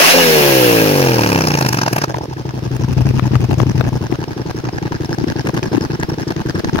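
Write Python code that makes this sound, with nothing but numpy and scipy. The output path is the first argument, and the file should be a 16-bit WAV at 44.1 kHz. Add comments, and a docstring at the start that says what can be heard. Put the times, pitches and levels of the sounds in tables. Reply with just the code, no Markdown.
"""Motorcycle twin running down to idle

An uneven-firing twin with a short open silencer falls from a throttle blip to a loping idle.
Pressure pulses timed by the crank ring pipe resonances; gated noise makes the rasp, hiss and chuffs.
Sharp cracks and a gear whine colour the run-down; at idle the pipe booms and the outlet chirps.
Two microphone ports move about the outlet, changing level, balance and colour; eddies buffet them."""
import sys
import numpy as np
from scipy import signal
from scipy.fft import rfft, irfft
from scipy.io import wavfile
from scipy.ndimage import uniform_filter1d, map_coordinates

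SR = 44100
rng = np.random.default_rng(int(sys.argv[2]) if len(sys.argv) > 2 else 0)


def pcm_store(signal):
    """Save signal as 16-bit PCM."""
    levels = np.round(np.clip(np.atleast_2d(signal), -1, 1) * 32767)
    wavfile.write(sys.argv[1], SR, levels.astype(np.int16).T)


N = 299880
TIME = np.arange(N) / SR
# the throttle shuts, the regular idle firings begin, single cycles catch before that (s)
SHUT_S, IDLE_S, CATCH_S = .135, 2.06, [1.70, 1.91]
TOP_RPM = 10400


def undb(db):
    """Level and amplitude: decibels to linear gain."""
    return 10 ** (np.asarray(db) / 20)


def curve(table, column=1):
    """Linear interpolation of one table column in time."""
    rows = np.array(table, float)
    return np.interp(TIME, rows[:, 0], rows[:, column])


def steady(x):
    """Level normalisation: bring the smoothed running rms to 1."""
    size = SR // 6
    power = np.atleast_2d(x ** 2).mean(0)
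    power = uniform_filter1d(uniform_filter1d(power, size), size)
    return x / np.sqrt(np.maximum(power, 1e-4 * power.max()))


def through(x, response):
    """Linear superposition: convolve each channel with an impulse response."""
    return np.apply_along_axis(signal.oaconvolve, -1, x, response)[..., :N]


def colour(x, points, size=4096):
    """Minimum-phase filtering: a causal (Hz, dB) shape of unit power gain."""
    hz, db = np.transpose(points)
    bins = np.fft.rfftfreq(size, 1 / SR)
    gain = undb(np.interp(np.log(bins + 1), np.log(hz), db))
    cepstrum = irfft(np.log(gain / np.sqrt(np.mean(gain ** 2))))
    # folding the cepstrum forward in time makes the response causal
    cepstrum[1:size // 2] *= 2
    cepstrum[size // 2 + 1:] = 0
    return through(x, irfft(np.exp(rfft(cepstrum))))


def ring(x, modes):
    """Modal superposition: a sum of damped resonances."""
    out = 0
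    for hz, width, db, sign in modes:
        b, a = signal.iirpeak(hz, hz / width, fs=SR)
        out = out + np.sign(sign) * undb(db) * signal.lfilter(b, a, x)
    return out


def bumps(times, sizes, spread, hz=0):
    """Gaussian pulses; given a pitch, each is a wave packet of random phase."""
    out = np.zeros(N)
    for s, size, w, f in zip(*np.broadcast_arrays(times, sizes, spread, hz)):
        span = slice(*np.searchsorted(TIME, [s - 4 * w, s + 4 * w]))
        t = TIME[span] - s
        swing = np.cos(2 * np.pi * (f * t + rng.random())) if f else 1
        out[span] += size * np.exp(-.5 * (t / w) ** 2) * swing
    return out


def scatter(times, spread_db):
    """Random strength: a log-normal gain for each event."""
    return undb(spread_db * rng.standard_normal(len(times)))


def walks(rate, count):
    """Random modulation: smoothed curves that take a new value rate times a second."""
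    size = int(SR / rate)
    values = rng.standard_normal((count, N // size + 1))
    return uniform_filter1d(np.repeat(values, size, axis=1), size)[:, :N]


# The microphones' path about the outlet. Each row: time in seconds, depth in the exhaust jet (0-1),
# facing the bore (0-1).
PLACE = [(1.9, 0.37, 0.1), (2.3, 0.23, 0), (2.65, 0.53, 0.36), (3.0, 1, 0.32), (3.8, 0.88, 0.37),
         (4.25, 0.27, 0.59), (4.8, 0.26, 0.77), (5.6, 0.36, 1), (6.3, 0.16, 0.93), (6.8, 0.47, 1)]


def placed(rule):
    """Near-field directivity: a value beside the silencer, added deep in the jet, added facing the bore."""
    beside, in_jet, facing = rule
    return beside + in_jet * curve(PLACE) + facing * curve(PLACE, column=2)


# left-minus-right level, and delay of the right port, each a rule of place
PAN_DB, PORT_LAG_MS = (-2.5, 7.5, 2.3), (0.376, -0.23, -0.076)


def ports(x):
    """Interaural-style differences: sound reaches the left port first, mostly a little louder."""
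    late = map_coordinates(x, [np.arange(N) - placed(PORT_LAG_MS) * SR / 1000], order=3)
    pan_db = placed(PAN_DB)
    return np.array([x * undb(pan_db / 2), late * undb(-pan_db / 2)])


def turbulence(gate, points, shared):
    """Partial coherence: gated gas noise, partly the same at both ports."""
    shared = np.clip(shared, 0, 1)
    common = ports(gate * rng.standard_normal(N))
    separate = gate * rng.standard_normal((2, N))
    return colour(np.sqrt(shared) * common + np.sqrt(1 - shared) * separate, points)


# Modes of the outlet that colour gas noise. Each row: centre in Hz, width in Hz, level in dB, polarity.
OUTLET = [(880, 21, -9, 1), (1627, 117, -5.5, 1), (2660, 420, -1, 1), (4280, 83, -5, 1), (4740, 72, -3, 1),
          (5270, 330, -2.5, 1), (6360, 510, -1.5, 1)]


def outlet(x):
    """Open-end radiation: the outlet rings at its own modes and radiates little bass."""
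    bass_cut = signal.butter(3, 300, "high", fs=SR, output="sos")
    return signal.sosfilt(bass_cut, x + ring(x, OUTLET))


# the blip: the crank gains speed on the throttle and levels off
START_RPM, REV_RPM_PER_S = 8906, 15000
# the run-down: exponential drag, with dry friction pulling towards a speed below zero
COAST_RPM, COAST_S, FRICTION_RPM = 10736, 1.609, 1782
# The slight hunting of the idle. Each row: time in seconds, crank speed in rpm.
IDLE_SPEED = [(2, 1395.3), (3.164, 1402.6), (3.476, 1340.4), (3.611, 1393.3), (4.781, 1304.6),
              (5.276, 1366.7), (5.933, 1291.4), (6.8, 1316)]
# Unevenness of the run-down. Each row: time in seconds, speed above the law as a share.
WAVER = [(.3, 0), (.45, .005), (.75, .007), (.95, .003), (1.2, -.014), (1.45, -.005), (1.7, -.003),
         (1.9, .004)]


def speed():
    """Rotational dynamics: crank speed in rpm over a blip, a run-down and the idle that catches it."""
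    blip = np.minimum(START_RPM + REV_RPM_PER_S * TIME, TOP_RPM)
    coast = (COAST_RPM + FRICTION_RPM) * np.exp(-(TIME - SHUT_S) / COAST_S) - FRICTION_RPM
    return np.maximum(np.minimum(blip, coast * (1 + curve(WAVER))), curve(IDLE_SPEED))


def throttle():
    """Throttle opening as a control gain: 1 during the blip, 0 once it snaps shut."""
    return np.clip((SHUT_S - TIME) / 0.023 + .5, 0, 1)


# starting phase and the second cylinder's delay, in engine cycles of two crank turns
START_TURN, SECOND_CYLINDER = .199, 3 / 8


def strokes():
    """Four-stroke timing: time, cylinder and burning state of strokes spaced 270 and 450 degrees."""
    cycles = START_TURN + np.cumsum(speed()) / (2 * 60 * SR)
    marks = (np.arange(int(cycles[-1]) + 1)[:, None] + [0, SECOND_CYLINDER]).ravel()
    marks = marks[(marks > cycles[0]) & (marks < cycles[-1])]
    times = np.interp(marks, cycles, TIME)
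    caught = np.abs(times[:, None] - CATCH_S).min(1) < .008
    fired = (times > IDLE_S) | caught
    return times, (marks % 1 > 0).astype(int), fired


def with_speed(slow_db, top_db, power):
    """Flow-noise power law: a constant part and a part that grows with speed."""
    return np.hypot(undb(slow_db), undb(top_db) * (speed() / TOP_RPM) ** power)


# Colour of the rasp. Each row: frequency in Hz, level in dB.
RASP = [(200, 8.5), (600, 6), (1100, 3.5), (1400, 2), (1850, 5.5), (2700, 2.5), (3400, -0.5), (4200, -2.5),
        (5400, 0.5), (6700, -6.5), (7900, -11), (10000, -4.5), (15500, -13)]
RASP_DB = -4


def rasp(times):
    """Broadband jet noise: gas tears at the outlet on the throttle, crackling at each stroke."""
    burns = times[times < SHUT_S]
    gate = .5 + bumps(burns, scatter(burns, spread_db=1.0), spread=0.00006)
    return outlet(undb(RASP_DB) * throttle() * turbulence(gate, RASP, shared=0.2))


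# Colour of fast flow. Each row: frequency in Hz, level in dB.
SIZZLE = [(300, -8), (3000, 12), (6500, -1), (7900, -7), (9500, 6), (15500, 10)]
SIZZLE_DB = -15.5


def sizzle():
    """Velocity scaling of flow noise: a treble sizzle grows with the cube of speed, up to a ceiling."""
    gate = np.minimum(1.415 * speed() / TOP_RPM, 1) ** 3 * (TIME < IDLE_S)
    return outlet(undb(SIZZLE_DB) * turbulence(gate, SIZZLE, shared=0.045))


# Resonances rung on the overrun. Each row: centre in Hz, width in Hz, level in dB, polarity.
HOWL = [(260, 62, -3.5, -1), (361, 94, -0.5, 1), (460, 63, 5, 1), (513, 133, 1.4, -1), (737, 147, -1.5, -1)]
# The low pipe drone. Each row: centre in Hz, width in Hz, level in dB, polarity.
DRONE = [(129.5, 30, 0, -1)]
# Modes of the silencer's baffles. Each row: centre in Hz, width in Hz, level in dB, polarity.
BAFFLE = [(860, 390, -2, 1), (1620, 130, 10.5, 1), (2550, 350, -2, 1)]
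# Colour of the rattling fronts. Each row: frequency in Hz, level in dB.
SNARL = [(200, 0.5), (550, -3.5), (700, 5), (880, -9.5), (1300, -9), (2050, -8), (2700, -14), (3400, -36),
         (5500, -38), (7900, -36), (15000, -6)]
# the howl fades below a knee in speed, weakens on the throttle, and is choked near top speed
HOWL_DB, HOWL_THROTTLE_DB, HOWL_CHOKE_DB = -10.5, -22, -3
HOWL_KNEE_RPM, HOWL_STEEPNESS = 6000, 2.8
# the drone is strongest at one speed and falls by the square of the octaves away from it
DRONE_DB, DRONE_RPM, DRONE_FALL_DB, DRONE_THROTTLE_DB = -16, 4400, 6.5, -13
# the gulps grow uneven below this speed, in strength and timing
STUMBLE_RPM, STUMBLE_DB, STUMBLE_S = 3600, 1.1, .00022
# the second cylinder's pulse arrives a little early and stronger
HEADER_LEAD_S, SECOND_GAIN = .00009, 1.46


def overrun(times, cylinder):
    """Pulse-excited pipe modes: suction and rebound of each gulp howl, and its steep front rattles."""
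    stumble = 1 / (1 + (np.interp(times, TIME, speed()) / STUMBLE_RPM) ** 6)
    jitter = (.00002 + STUMBLE_S * stumble) * rng.standard_normal(len(times))
    times = times - HEADER_LEAD_S * cylinder + jitter
    size = scatter(times, spread_db=.6 + STUMBLE_DB * stumble) * np.where(cylinder, SECOND_GAIN, 1)
    suction = bumps(times + 0.0007, size, spread=0.00025)
    rebound = bumps(times + 0.0018, 1.15 * size, spread=0.00024)
    gulp = rebound - suction

    howl_db = HOWL_DB + HOWL_THROTTLE_DB * throttle() + HOWL_CHOKE_DB * (speed() / TOP_RPM) ** 6
    howl_gain = undb(howl_db) / np.hypot(1, (HOWL_KNEE_RPM / speed()) ** HOWL_STEEPNESS)
    howl = steady(ring(gulp, HOWL)) * howl_gain
    octaves = np.log2(speed() / DRONE_RPM)
    drone_gain = undb(DRONE_DB + DRONE_THROTTLE_DB * throttle() - DRONE_FALL_DB * octaves ** 2)
    drone = steady(ring(gulp, DRONE)) * drone_gain

    # the baffles scatter every front alike, so the upper harmonics glide with the engine
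    baffles = (rng.standard_normal(N) * np.exp(-TIME / .0018))[:SR // 20]
    fronts = bumps(times + .002, scatter(times, spread_db=1), spread=.00002)
    fronts = through(fronts, baffles)
    snarl = steady(outlet(colour(fronts + ring(fronts, BAFFLE), SNARL)))
    return ports(howl + drone + snarl * with_speed(slow_db=-43, top_db=-19.5, power=1.0))


# Notes of single puffs. Each row: pitch in Hz, spread in seconds, overrun level in dB, then the idle
# level in dB beside the silencer, dB added deep in the jet, dB added facing the bore.
WHISTLES = [(873, 0.0019, -17.5, -36, -3.5, 0), (1600, 0.0015, -20, -39, -15, -2),
            (2510, 0.0011, -28, -53, -4, -7), (5300, 0.0023, -39, -46, -11, 8)]
# above about this speed the gulps run together and sing less
WHISTLE_RPM = 4750


def notes(times, hz, spread, scatter_db):
    """Short wave packets near one pitch, each with its own strength and tuning."""
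    tuning = np.exp(.04 * rng.standard_normal(len(times)))
    return bumps(times, scatter(times, scatter_db), spread, hz * tuning)


def whistles(gulps, firings):
    """Transient resonance: each gulp, and two eddies per firing, set the outlet singing briefly."""
    eddies = (firings[:, None] + [.008, .019]).ravel()
    apart = 1 / np.hypot(1, (speed() / WHISTLE_RPM) ** 3)
    out = 0
    for hz, spread, overrun_db, *rule in WHISTLES:
        out = out + notes(gulps + .0045, hz, spread, scatter_db=0.5) * undb(overrun_db) * apart
        jittered = eddies + 0.0035 * rng.standard_normal(len(eddies))
        out = out + notes(jittered, hz, spread, scatter_db=8) * undb(placed(rule))
    return ports(out)


# Colour of the knocks. Each row: frequency in Hz, level in dB.
CLATTER = [(500, 6), (1100, -13), (1300, -4.5), (1650, -0.5), (2050, 4.5), (2700, 2), (3200, -8.5),
           (3850, 5.5), (4500, 0.5), (5400, 1), (7000, -4), (15000, -29)]
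# level at top speed, its power law with speed, and the change on the throttle
CLATTER_DB, CLATTER_POWER, CLATTER_THROTTLE_DB = -16, 2.1, -1


def clatter(tail_s=0.011):
    """Periodic impact: pistons and gears knock alike each turn, making gliding high harmonics."""
    turns = np.cumsum(speed()) / (60 * SR)
    times = np.interp(np.arange(1, turns[-1]), turns, TIME)
    knocks = bumps(times, scatter(times, spread_db=1), spread=.00002)
    casing = (rng.standard_normal((2, N)) * np.exp(-TIME / tail_s))[:, :SR // 20]
    sound = colour(np.array([through(knocks, side) for side in casing]), CLATTER)
    gain = undb(CLATTER_DB + CLATTER_THROTTLE_DB * throttle())
    return steady(sound) * gain * (speed() / TOP_RPM) ** CLATTER_POWER


# Gear and chain lines. Each row: multiple of the crank speed, level in dB before flutter and outlet.
GEARS = [(11, -34), (13, -36), (14, -35), (16, -30), (17, -32), (19, -35), (21, -38), (23, -32), (24, -36),
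         (28, -38)]


def gears(flutter_db=6.5, power=1.5):
    """Order-locked tones: gears and cam chain whine at multiples of crank speed, fluttering and fading."""
    turns = np.cumsum(speed()) / (60 * SR)
    out = 0
    for order, db in GEARS:
        loudness, phase = walks(40, count=2)
        tone = np.sin(2 * np.pi * order * turns + phase / 2)
        out = out + undb(db + flutter_db * loudness) * tone
    return ports(outlet(out) * (speed() / TOP_RPM) ** power)


# Colour of the rustle. Each row: frequency in Hz, level in dB.
MACHINE = [(30, -55), (120, 14), (400, 8), (1000, 0.5), (2500, -6), (4300, -7.5), (5400, -6), (6500, -16.5),
           (7700, -23.5), (10000, -21.5), (15500, -21.5)]
MACHINE_DB = (-39, 4.5, 3.5)  # rule of place


def machinery():
    """Stationary noise: the valve train and gears rustle steadily behind the exhaust."""
    return undb(placed(MACHINE_DB)) * turbulence(np.ones(N), MACHINE, shared=0.083)


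# Pops in the pipe. Each row: time in seconds, peak in dB, pitch in Hz, spread in seconds.
POPS = [(.006, -4.5, 580, 0.0027), (.022, -11, 686, 0.0042), (.045, -7, 1110, 0.0046),
        (.048, -17, 2600, 0.0041), (.085, -17, 2800, .003), (.107, -8, 2750, 0.0023),
        (.145, -5.5, 517, 0.0034), (.175, -11, 575, 0.0099), (.177, -14, 740, 0.0054),
        (1.071, -8, 826, 0.0011), (1.143, -12, 830, 0.0024), (1.193, -7, 840, 0.0014),
        (1.360, -6, 860, 0.00089), (1.475, -10, 835, 0.0012), (1.878, -5.5, 730, 0.00081),
        (2.147, -10.5, 950, 0.0022), (2.212, -13.5, 854, 0.0013), (3.602, -21, 810, 0.0013),
        (3.811, -22, 865, 0.004)]


def pops():
    """Impulsive combustion: unburnt fuel barks unevenly in the blip, then in single hollow pops."""
    s, db, hz, spread = np.transpose(POPS)
    return ports(bumps(s, undb(db), spread, hz))


def flicker(x, depth_db):
    """Spectral modulation: each band of the gas noise wanders in level on its own."""
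    edges = [700, 1100, 1500, 2000, 2800, 3700, 4600, 5500, 7000]  # Hz
    lows = [signal.sosfiltfilt(signal.butter(6, hz, fs=SR, output="sos"), x) for hz in edges]
    bands = np.diff([0 * x, *lows, x], axis=0)
    gains = undb(depth_db * walks(50, count=len(bands)))
    return (bands * gains[:, None]).sum(0) / np.sqrt(np.mean(gains ** 2))


# Colour of the overrun hiss. Each row: frequency in Hz, level in dB.
RUSH = [(300, 11.5), (650, 6.5), (850, 9.5), (1250, 4), (1650, 4.5), (2050, -3), (2700, -2.5), (3300, -11),
        (4300, -5.5), (5600, 0), (6700, -10.5), (7900, -18), (9500, -13.5), (15500, -16)]
# a gulp lasts longer as the crank slows: its spread at one speed, and the power of the law
GULP_S, GULP_RPM, GULP_POWER = .0023, 3000, .6
# below this speed the gulps lose their force
SPENT_RPM = 2550


def rush(coast):
    """Amplitude-modulated flow noise: a hiss per gulp, merging into one stream at high speed."""
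    gulp_s = GULP_S * (GULP_RPM / np.interp(coast, TIME, speed())) ** GULP_POWER
    stream = (speed() / TOP_RPM) ** 1.45 * (TIME < IDLE_S)
    gulps = stream + bumps(coast + 0.0055, scatter(coast, spread_db=1.5), gulp_s)
    hiss = turbulence(steady(gulps), RUSH, shared=0.5)
    hiss = hiss * with_speed(slow_db=-18, top_db=-14, power=6.3)
    hiss = hiss * np.minimum(speed() / SPENT_RPM, 1) ** 1.4
    return outlet((1 - throttle()) * flicker(hiss, depth_db=3.5))


# Pipe colour of the backflow. Each row: frequency in Hz, level in dB.
BURBLE = [(25, -23), (70, -16), (130, -6), (190, 4.5), (330, -2.5), (560, -7.5), (900, -26), (3000, -50)]


def burble(gulps):
    """Low-frequency turbulence: backflow tumbles after each gulp and roughens the run-down."""
    gate = bumps(gulps + .004, scatter(gulps, spread_db=2.5), spread=0.0081)
    rumble = steady(turbulence(gate, BURBLE, shared=.7)) * undb(-29)
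    return rumble * np.minimum(speed() / 4200, 1) * (1 - throttle())


# Gulps whose rebound steepens. Each row: time in seconds, spike peak in dB.
CRACKS = [(1.0269, -7), (1.0476, -22), (1.0714, -10), (1.086, -7), (1.0926, -14), (1.1178, -6),
          (1.1435, -10), (1.193, -4), (1.235, -1.5), (1.2625, -2), (1.319, -4), (1.3295, -4), (1.348, -4),
          (1.360, -3), (1.4085, -5.5), (1.4435, -10), (1.4733, -13), (1.5078, -7), (1.5424, -7),
          (1.556, -14), (1.651, -12), (1.6675, -10), (1.748, -16), (1.863, -21), (1.982, -8.5)]
# Silencer modes rung by a crack. Each row: centre in Hz, width in Hz, level in dB, polarity.
CLANG = [(896, 54, 9.5, 1), (1530, 130, 0, 1), (2430, 160, 12.5, 1), (2640, 130, 6, 1), (5380, 400, 1, 1)]


def cracks():
    """Wave steepening: a sharp pressure spike leaves the pipe and sets the silencer clanging."""
    s, db = np.transpose(CRACKS)
    spikes = bumps(s, undb(db), spread=.00007)
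    tearing = bumps(s + .0012, undb(db - 19), spread=.0011) * rng.standard_normal(N)
    return ports(spikes + ring(spikes + tearing, CLANG))


# Pipe resonances rung by a firing. Each row: centre in Hz, width in Hz, level in dB, polarity.
PIPE = [(136, 73, -12, 1), (306, 55, -0.5, 1), (320, 39, 8.5, 1), (468, 132, 13, -1), (870, 73, 3.5, 1)]
# The silencer's deep modes. Each row: centre in Hz, width in Hz, level in dB, polarity.
BOOM = [(59, 11, -9, 1), (100.5, 31, 3.5, -1), (129.5, 12.4, 4.5, 1), (161, 54, -0.5, 1)]
BARK_DB, BOOM_DB = (-29, -3, 6), (-35.5, 22.5, -1.5)  # rules of place
# the crank labours up to the first firing, which comes late, and is kicked on to the second
FIRST_LAG_S, SECOND_LAG_S = .003, .0014


def idle(times, cylinder):
    """Impulse response of a pipe: blowdown and surge bark, and the piston's push sustains the boom."""
    lag_s = np.where(cylinder, SECOND_LAG_S, FIRST_LAG_S)
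    times = times + lag_s + .0005 * rng.standard_normal(len(times))
    size = scatter(times, spread_db=1.1) * np.where(cylinder, .9, 1)
    blowdown = bumps(times, size, spread=0.00078)
    surge = 3.73 * bumps(times + 0.00628, size, spread=0.0015)
    bark = steady(ring(blowdown + surge, PIPE))
    push_s = np.where(cylinder, .0158, .0140) + 0.00067 * rng.standard_normal(len(times))
    push = bumps(times + push_s, size * scatter(times, spread_db=4.5), spread=0.0013)
    boom = steady(ring(blowdown + 0.72 * push, BOOM))
    catching = undb(-4 * (TIME < IDLE_S))  # the lone early firings are weak
    return catching * ports(bark * undb(placed(BARK_DB)) + boom * undb(placed(BOOM_DB)))


# The strongest eddies at the left port. Each row: time in seconds, peak in dB, spread in seconds.
BUFFETS = [(3.111, -4, 0.0013), (3.196, -8, .0015), (3.336, -2, 0.0015), (3.633, 3.5, 0.0013),
           (3.816, -5, 0.001), (4.126, 1.5, 0.0015), (5.243, -1, 0.0025), (5.747, -3.5, .006),
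           (5.781, 0.5, 0.0028), (6.75, -2, 0.0022)]
# Colour of spitting gas. Each row: frequency in Hz, level in dB.
CRACKLE = [(100, -11), (400, 2), (1000, -4), (2000, -11.5), (4000, -20.5), (7000, -37), (15000, -36)]
EDDY_DB = (-31, 18, 13)  # rule of place
BUFFET_HZ = 300


def buffets(times):
    """Hydrodynamic pseudo-sound: eddies of each puff thump the ports independently; the hardest crackle."""
    jet = undb(placed(EDDY_DB))
    eddies = (times[:, None] + [.013, .020, .026]).ravel()
    out = []
    for port_db in (0., -3.):
        timing, tuning = rng.standard_normal((len(eddies), 2)).T
        pitch = 200 * np.exp(0.29 * tuning)
        thumps = bumps(eddies + 0.00195 * timing, scatter(eddies, spread_db=1.5), spread=0.0019, hz=pitch)
        out.append(jet * undb(port_db) * thumps)
    s, db, spread = np.transpose(BUFFETS)
    hard = bumps(s, undb(db), spread, hz=BUFFET_HZ)
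    crackle = bumps(s, undb(db - 16.0), spread=0.0015) * rng.standard_normal(N)
    out[0] = out[0] + hard + colour(crackle, CRACKLE)
    return np.array(out)


# Surges of gas in an idle cycle. Each row: cylinder, delay in seconds, spread in seconds,
# relative level in dB.
SURGES = [(0, 0.01, 0.0017, -2.5), (0, 0.021, 0.0047, -4.5), (1, 0.0026, 0.0025, -2),
          (1, 0.01096, 0.00065, 3), (1, .0185, .0025, -3), (1, 0.0259, 0.002, -1)]
# Colour of the chuffs. Each row: frequency in Hz, level in dB.
CHUFF = [(300, 4), (620, -1), (870, 0.5), (1300, -7.5), (1680, -3.5), (2300, -17), (3100, -18),
         (4200, -19.5), (5200, -18), (6400, -20.5), (7700, -36), (9500, -30), (15500, -34)]
CHUFF_DB = (-34, 6.5, 6.5)  # rule of place


def chuffs(times, cylinder):
    """Gated jet noise: each firing's surges of gas break into crisp ticks at the outlet."""
    gate = 0
    for which, delay, spread, db in SURGES:
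        own = times[cylinder == round(which)]
        jittered = own + delay + 0.0016 * rng.standard_normal(len(own))
        gate = gate + bumps(jittered, undb(db) * scatter(own, spread_db=2.0), spread)
    gate = gate * undb(3.6 * walks(600, count=1)[0])
    effort = (speed() / curve(IDLE_SPEED)) ** 2.2  # firings above idle speed blow harder
    gate = steady(gate) * effort * (TIME > IDLE_S)
    chuff = turbulence(gate, CHUFF, shared=0.25) * undb(placed(CHUFF_DB))
    return outlet(beamed(flicker(chuff, depth_db=4.0)))


# Bands that the bore beams unevenly. Each row: centre in Hz, width in Hz, dB beside the silencer,
# dB added deep in the jet, dB added facing the bore.
BEAMS = [(1710, 1600, -3.5, -6.5, 6), (2610, 530, -4, 9.5, 1), (4160, 710, -5, -0.5, 7.5)]


def beamed(x):
    """Frequency-dependent directivity: the chuffs change colour as the ports move round the outlet."""
    out = x
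    for hz, width, *rule in BEAMS:
        band = ring(x, [(hz, width, 0, 1)])
        out = out + band * (undb(placed(rule)) - 1)
    return out


# The sharpest spits of gas. Each row: time in seconds, level in dB, left minus right in dB.
SPITS = [(2.144, -14.5, 3), (2.171, -21, 6), (3.196, -16.5, 18.5), (3.355, -20, 27.5), (3.512, -16, 13),
         (3.602, -16, 24), (3.811, -17.5, 26), (5.494, -16.5, 11.5), (5.575, -16, 1), (6.032, -17.5, -5),
         (6.758, -17, 15), (6.79, -16.5, 19.5)]


def spits():
    """Impulsive noise: short spits of gas strike the two ports with unequal strength."""
    s, db, pan_db = np.transpose(SPITS)
    gates = np.array([bumps(s, undb(db + side * pan_db / 2), spread=0.0013) for side in (1, -1)])
    return colour(gates * rng.standard_normal((2, N)), CRACKLE)


# Chirps of the outlet at idle. Each row: time in seconds, peak in dB, pitch in Hz, spread in seconds.
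CHIRPS = [(4.858, -24, 1760, 0.0017), (5.283, -29, 5200, 0.0018), (5.472, -10, 1700, 0.0019),
          (5.472, -22, 2800, 0.0012), (5.546, -24, 1610, .002), (5.574, -19, 1700, .002),
          (5.636, -21, 5000, 0.0013), (5.663, -23, 1750, .0025), (5.82, -24, 5100, 0.0017),
          (6.001, -23.5, 6370, .002), (6.032, -18, 1680, .002), (6.218, -29, 1680, .002),
          (6.281, -20, 5170, .002), (6.311, -20, 1680, 0.0016), (6.557, -15, 1640, .002),
          (6.649, -26, 4080, 0.0015)]


def chirps(width_share=0.12):
    """Noise-excited resonance: a sharp puff rings one outlet mode, with a small tick at its front."""
    out = 0
    for s, db, hz, spread in CHIRPS:
        puff = bumps([s], 1, spread) * rng.standard_normal(N)
        rung = ring(puff, [(hz, hz * np.clip(width_share, .05, .5), 0, 1)])
        out = out + undb(db) * rung / np.abs(rung).max()
    s, db, hz, spread = np.transpose(CHIRPS)
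    tick = bumps(s - spread / 2, undb(db - 9), spread=0.00062) * rng.standard_normal((2, N))
    return ports(out) + colour(tick, CHUFF)


def scene():
    """Superposition of exhaust, gas and engine at the two ports."""
    times, cylinder, fired = strokes()
    gulps, firings = times[~fired], times[fired]
    pipe = overrun(gulps, cylinder[~fired]) + pops() + burble(gulps) + cracks()
    pipe = pipe + idle(firings, cylinder[fired])
    gas = rasp(times) + sizzle() + rush(gulps) + chuffs(firings, cylinder[fired])
    jet = gas + whistles(gulps, firings) + buffets(firings) + spits() + chirps()
    engine = clatter() + gears() + machinery()
    return pipe + jet + engine


TOP_HZ = 15800


def record(dry):
    """Clipping and band-limiting: the tallest peaks are flattened and the top treble is cut."""
    top_cut = signal.ellip(10, .2, 70, TOP_HZ, fs=SR, output="sos")
    return signal.sosfilt(top_cut, np.clip(dry, -1, 1))


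dry = scene()
out = record(dry)
pcm_store(out)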